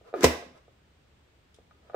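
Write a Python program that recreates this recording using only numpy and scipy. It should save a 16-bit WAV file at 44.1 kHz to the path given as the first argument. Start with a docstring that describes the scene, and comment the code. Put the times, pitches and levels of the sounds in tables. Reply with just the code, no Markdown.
"""A plastic press-down dicer is pushed shut on tomato pieces on a kitchen counter: damped modes knock as the
lid meets the fruit, a sinking rough sine and coloured noise squash it, grainy noise crackles through the
blade grid, and a cluster of cracks slams lid on box. The counter booms and the kitchen rings briefly as
decaying noise. Soft knocks, rubs, bumps and wet ticks of handling follow over a low hum of noise, then the
lid lands on the next piece."""
import sys
import numpy as np
from scipy import signal
from scipy.fft import rfft, irfft
from scipy.io import wavfile

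SR = 44100
rng = np.random.default_rng(int(sys.argv[2]) if len(sys.argv) > 2 else 0)


def unload_audio(sound):
    """Save the sound as a 16-bit wav file, at the path given as the first command line argument."""
    columns = np.transpose(np.atleast_2d(sound))
    # keep every value between -1 and 1, then stretch to whole-number steps
    steps = np.round(np.clip(columns, -1, 1) * 32767)
    wavfile.write(sys.argv[1], SR, steps.astype(np.int16))


N = 85995

# modes of the closed box: (frequency [Hz], relative level [dB], t60 [s])
BOX_MODES = [(195, -17, .12), (252, -16, 0.21), (324.5, -11, .1), (442.1, -2, 0.02), (540.4, -6.5, 0.062),
             (680, -12, .04), (784, -10, 0.021), (988, -16, 0.028), (1274, -16.5, .035), (1619, -22.5, .03),
             (1940, -18, 0.02), (3493, -21.5, .02)]
BOX_LOW_HZ = 170


def undb(db):
    """Decibels to gain."""
    return 10 ** (np.asarray(db) / 20)


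def clock():
    """Time of each sample [s]."""
    return np.arange(N) / SR


def freqs():
    """Frequency of each spectral bin [Hz]."""
    return np.arange(N // 2 + 1) * SR / N


def on_log_axis(hz, table, column=1):
    """Interpolate a table column over log frequency."""
    table = np.array(table)
    return np.interp(np.log(hz + 1e-9), np.log(table[:, 0]), table[:, column])


def colour(x, table):
    """Shape a spectrum by (frequency [Hz], relative level [dB]) points, to unit RMS."""
    gain = undb(on_log_axis(freqs(), table))
    shaped = irfft(rfft(x) * gain, N)
    return shaped / shaped.std()


def pair_noise(wide_hz):
    """Noise at two microphones: alike in the bass, unrelated above wide_hz."""
    mid, side = rfft(rng.standard_normal((2, N)))
    apart = np.clip(freqs() / wide_hz, .15, 1)
    sign = np.array([[1], [-1]])
    return irfft((mid + sign * apart * side) / np.hypot(1, apart), N)


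def grains(wide_hz):
    """Dense tiny clicks: noise with an exponentially spread level at each sample."""
    spread_db, max_db = 3, 12
    noise = pair_noise(wide_hz)
    boost_db = np.minimum(spread_db * rng.exponential(size=N), max_db)
    return noise * undb(boost_db)


def later(x, s):
    """Start a sound at time s."""
    k = int(np.clip(s * SR, 0, N - 1))
    silence = np.zeros(x.shape[:-1] + (k,))
    return np.concatenate([silence, x[..., :N - k]], axis=-1)


def ring(modes):
    """Damped modes after one blow."""
    out = np.zeros(N)
    for hz, db, t60_s in modes:
        t = np.arange(min(int(2 * t60_s * SR) + 2, N)) / SR
        decay = np.exp(-np.log(1000) * t / t60_s)
        out[:len(t)] += undb(db) * decay * np.sin(2 * np.pi * hz * t)
    return out


def soften(x, hz):
    """A soft contact takes away the treble."""
    sos = signal.butter(2, min(hz, SR / 3), fs=SR, output="sos")
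    return signal.sosfilt(sos, x + 1e-18)


def thin(x, hz, order=2):
    """A small part radiates little below its lower edge."""
    sos = signal.butter(order, hz, "highpass", fs=SR, output="sos")
    return signal.sosfilt(sos, x + 1e-18)


def ports(x):
    """A sound reaches the left microphone slightly later."""
    lag_s = .00006  # rounds down to 2 samples
    return np.array([later(x, lag_s), x])


def slam():
    """The lid hits the box in a quick cluster of cracks that ring the plastic."""
    # blows of the lid as it shuts: (time [s], body gain [dB], crack gain [dB])
    blows = [(0.2085, -32.5, -33), (0.2327, -26, -19), (0.2398, -21, -17.5), (0.2428, -4.5, -9),
             (0.2447, -10.5, -11.5), (0.2473, -15.5, -21), (0.251, -15.5, -20), (0.2643, -24.5, -24)]
    # colour of a plastic crack: (frequency [Hz], relative level [dB])
    crack_colour = [(200, -11), (900, 0), (2100, 6), (2900, -1), (3600, 1.5), (4400, -4.5), (5500, 3),
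                    (6600, -3.5), (7500, -2), (9500, -11.5), (15500, -17.5)]
    crack_decay_s, rattle_db, rattle_decay_s = 0.0015, -23.5, .012
    t, box = clock(), ring(BOX_MODES)
    fade = np.exp(-t / crack_decay_s) + undb(rattle_db) * np.exp(-t / rattle_decay_s)
    body = sum(undb(body_db) * later(box, s) for s, body_db, _ in blows)
    power = sum((undb(crack_db) * later(fade, s)) ** 2 for s, _, crack_db in blows)
    cracks = np.sqrt(power) * colour(grains(2500), crack_colour)
    return thin(ports(body) + cracks, BOX_LOW_HZ)


def squash():
    """Fruit gives way: an uneven hollow note sinks as the gap closes, with a juicy rustle."""
    # squashed fruit: (time [s], hollow resonance [Hz], level [dB])
    squash_path = [(0.141, 460, -41.5), (0.159, 393.6, -35), (0.179, 350, -34.5), (0.205, 320, -39.5),
                   (0.228, 310, -40), (0.236, 300, -16), (0.244, 290, -22), (0.256, 280, -41)]
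    wobble_depth, rough_depth = .16, 0.65  # RMS, as fractions of pitch and amplitude
    juice_db, juice_hz, low_hz = -14.5, 1300, 235
    t = clock()
    s, hz, db = np.array(squash_path).T
    slow_colour = [(60, 7), (200, -6.5), (700, -42.5)]
    flutter, wobble = (colour(noise, slow_colour) for noise in rng.standard_normal((2, N)))
    juice_colour = [(250, -15), (600, 2), (900, -8), (juice_hz, 0), (2500, -14), (9000, -30)]
    juice = colour(rng.standard_normal(N), juice_colour)
    pitch_hz = np.interp(t, s, hz) * (1 + wobble_depth * wobble)
    note = np.sin(2 * np.pi * np.cumsum(pitch_hz) / SR) * (1 + rough_depth * flutter)
    pressure = undb(np.interp(t, s, db)) * (t > s[0]) * (t < s[-1])
    return ports(thin((note + undb(juice_db) * juice) * pressure, low_hz, order=4))


def cutting():
    """Skin tears on the blade grid: a faint steady crackle plus one that swells until the lid lands."""
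    start_s, end_s, release_s = .16, .233, 0.0031
    steady_db, swell_db, rise_db_per_s = -57, -28, 1048
    skin_colour = [(100, -23), (400, -7.5), (1400, 8), (3000, -4), (6500, -7.5), (10000, -21), (15500, -27.5)]
    t = clock()
    swell = undb(swell_db + rise_db_per_s * np.minimum(t - end_s, 0))
    gate = (t > start_s) * np.exp(-np.maximum(t - end_s, 0) / release_s)
    return colour(grains(2500), skin_colour) * (swell + undb(steady_db)) * gate


def knocks():
    """The open lid meets fruit and fingers: its modes ring, band-limited for each contact."""
    # soft knocks of lid and hands: (time [s], gain [dB], lower edge [Hz], upper edge [Hz])
    knock_table = [(0.012, -46, 440, 685), (0.129, -33, 410, 696), (0.1398, -18.5, 376, 1484),
                   (0.148, -32.5, 378, 895.3), (0.425, -33.5, 454, 920), (0.680, -46.5, 430.8, 890),
                   (1.586, -45, 334.3, 605), (1.710, -39, 1020, 1430), (1.898, -34, 676, 1336),
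                   (1.935, -35.5, 560, 1310), (1.9445, -19.5, 416, 1060)]
    # modes of the open lid: (frequency [Hz], relative level [dB], t60 [s])
    lid_modes = [(473, -5, 0.015), (566, -3.5, 0.034), (685, -6, 0.034), (1237.5, -11, .04),
                 (1430, -15, .025), (1720, -16, 0.0099), (2332, -18.5, 0.023), (3800, -10, .01)]
    lid, out = ring(lid_modes), 0
    for s, db, low_hz, high_hz in knock_table:
        knock = thin(soften(lid, high_hz), low_hz, order=4)
        out = out + undb(db) * later(knock, s)
    return ports(out)


def rubs():
    """Hands slide on the plastic in short grainy swells."""
    # rubs on the lid: (centre time [s], width between 1/e points [s], level [dB])
    rub_table = [(0.081, 0.069, -54.5), (0.568, 0.047, -57), (1.902, 0.12, -61.5)]
    # colour of a rub: (frequency [Hz], relative level [dB])
    rub_colour = [(250, -20), (470, 2), (680, 0), (900, -13), (1280, -5), (1600, -14), (4000, -25.5),
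                  (8000, -35), (15000, -45)]
    t = clock()
    swells = sum(undb(db) * np.exp(-(2 * (t - s) / width_s) ** 2) for s, width_s, db in rub_table)
    return colour(grains(1300), rub_colour) * swells


def bumps():
    """Soft pressure stirs mainly the lowest modes of the box."""
    # dull bumps as the hand lifts and the fruit settles: (time [s], peak level [dB])
    bump_table = [(0.463, -44.5), (0.511, -49.5)]
    contact_hz = 380
    dull = soften(soften(ring(BOX_MODES), contact_hz), contact_hz)
    box = thin(dull, BOX_LOW_HZ, order=4)
    box = box / np.abs(box).max()
    return ports(sum(undb(db) * later(box, s) for s, db in bump_table))


def ticks():
    """Wet fingers and fruit unstick: short decaying noise."""
    # small wet ticks: (time [s], level [dB])
    tick_table = [(0.576, -64.5), (1.544, -54), (1.563, -63)]
    # colour of a tick: (frequency [Hz], relative level [dB])
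    tick_colour = [(500, -19), (2600, -3), (3500, 7), (4500, -2), (5500, 9.5), (6500, -1), (7600, 0.5),
                   (9300, -2), (10500, -21), (15500, -21)]
    decay_s = 0.0035
    fade = np.exp(-clock() / decay_s)
    return sum(later(undb(db) * fade * colour(pair_noise(3000), tick_colour), s) for s, db in tick_table)


def counter():
    """The weight of the push sets the counter top booming: one damped mode that swells in."""
    start_s, rise_s = .241, .022
    mode = (75.5, -14.5, .2)  # (frequency [Hz], level before the swell [dB], t60 [s])
    swell = 1 - np.exp(-clock() / rise_s)
    return ports(later(swell * ring([mode]), start_s))


def convolve(x, response):
    """Pass a sound through a response."""
    return signal.fftconvolve(np.atleast_2d(x), np.atleast_2d(response), axes=-1)[:, :N]


def kitchen(x):
    """Early reflections from counter and cupboards, then a noise tail with its own decay in each band."""
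    # reverberation: (frequency [Hz], band level [dB], t60 [s])
    room_bands = [(60, -15, 0.1), (149.85, -12, .3), (300, -12, .42), (601.7, -7, 0.38), (1190, -4, 0.47),
                  (2500, -4.5, .42), (4900, -6.5, 0.49), (9000, -11.5, .34), (15020, -5.5, .3)]
    build_s, early_db, early_decay_s, wide_hz = .008, -3, .012, 1200
    t, noise, tail = clock(), rfft(pair_noise(wide_hz)), 0
    centres = np.geomspace(60, 15000, 9)
    for hz, pick in zip(centres, np.eye(len(centres))):
        weight = np.interp(np.log(freqs() + 1), np.log(centres), pick)
        band = irfft(noise * weight, N)
        t60_s = on_log_axis(hz, room_bands, column=2)
        fade = np.exp(-np.log(1000) * t / t60_s) * (1 - np.exp(-t / build_s))
        tail = tail + band * fade / np.linalg.norm(fade) * undb(on_log_axis(hz, room_bands))
    near = np.exp(-t / early_decay_s) * (t > .002)
    early = undb(early_db) * pair_noise(wide_hz) * near / np.linalg.norm(near)
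    return convolve(x, tail + early)


def room_hum():
    """A steady low hum: noise weighted to the bass."""
    # colour of the hum: (frequency [Hz], relative spectral density [dB])
    hum_colour = [(25, -16.5), (45, -6.5), (72, 6.5), (95, -4), (120, -0.5), (170, -7.5), (400, -10),
                  (1000, -16.5), (3300, -20.5), (6000, -30.5), (8400, -31.5), (9200, -41), (15500, -40.5)]
    level_db = -62.5
    return undb(level_db) * colour(pair_noise(700), hum_colour)


def scene():
    """The dicer in the kitchen, a little to the right, over the boom of the counter and the hum."""
    right_db = 0.25  # right over left
    dicer = knocks() + rubs() + squash() + cutting() + slam() + bumps() + ticks()
    hum = room_hum()
    balance = undb(np.array([[-right_db], [right_db]]) / 2)
    return (dicer + kitchen(dicer) + counter()) * balance + hum


def record(dry):
    """The recorder rounds the highest peaks and cuts the top."""
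    ceiling, top_hz = .85, 15650
    rounded = dry / (1 + (dry / ceiling) ** 4) ** (1 / 4)
    sos = signal.ellip(10, .2, 80, top_hz, fs=SR, output="sos")
    return signal.sosfilt(sos, rounded)


dry = scene()
out = record(dry)
unload_audio(out)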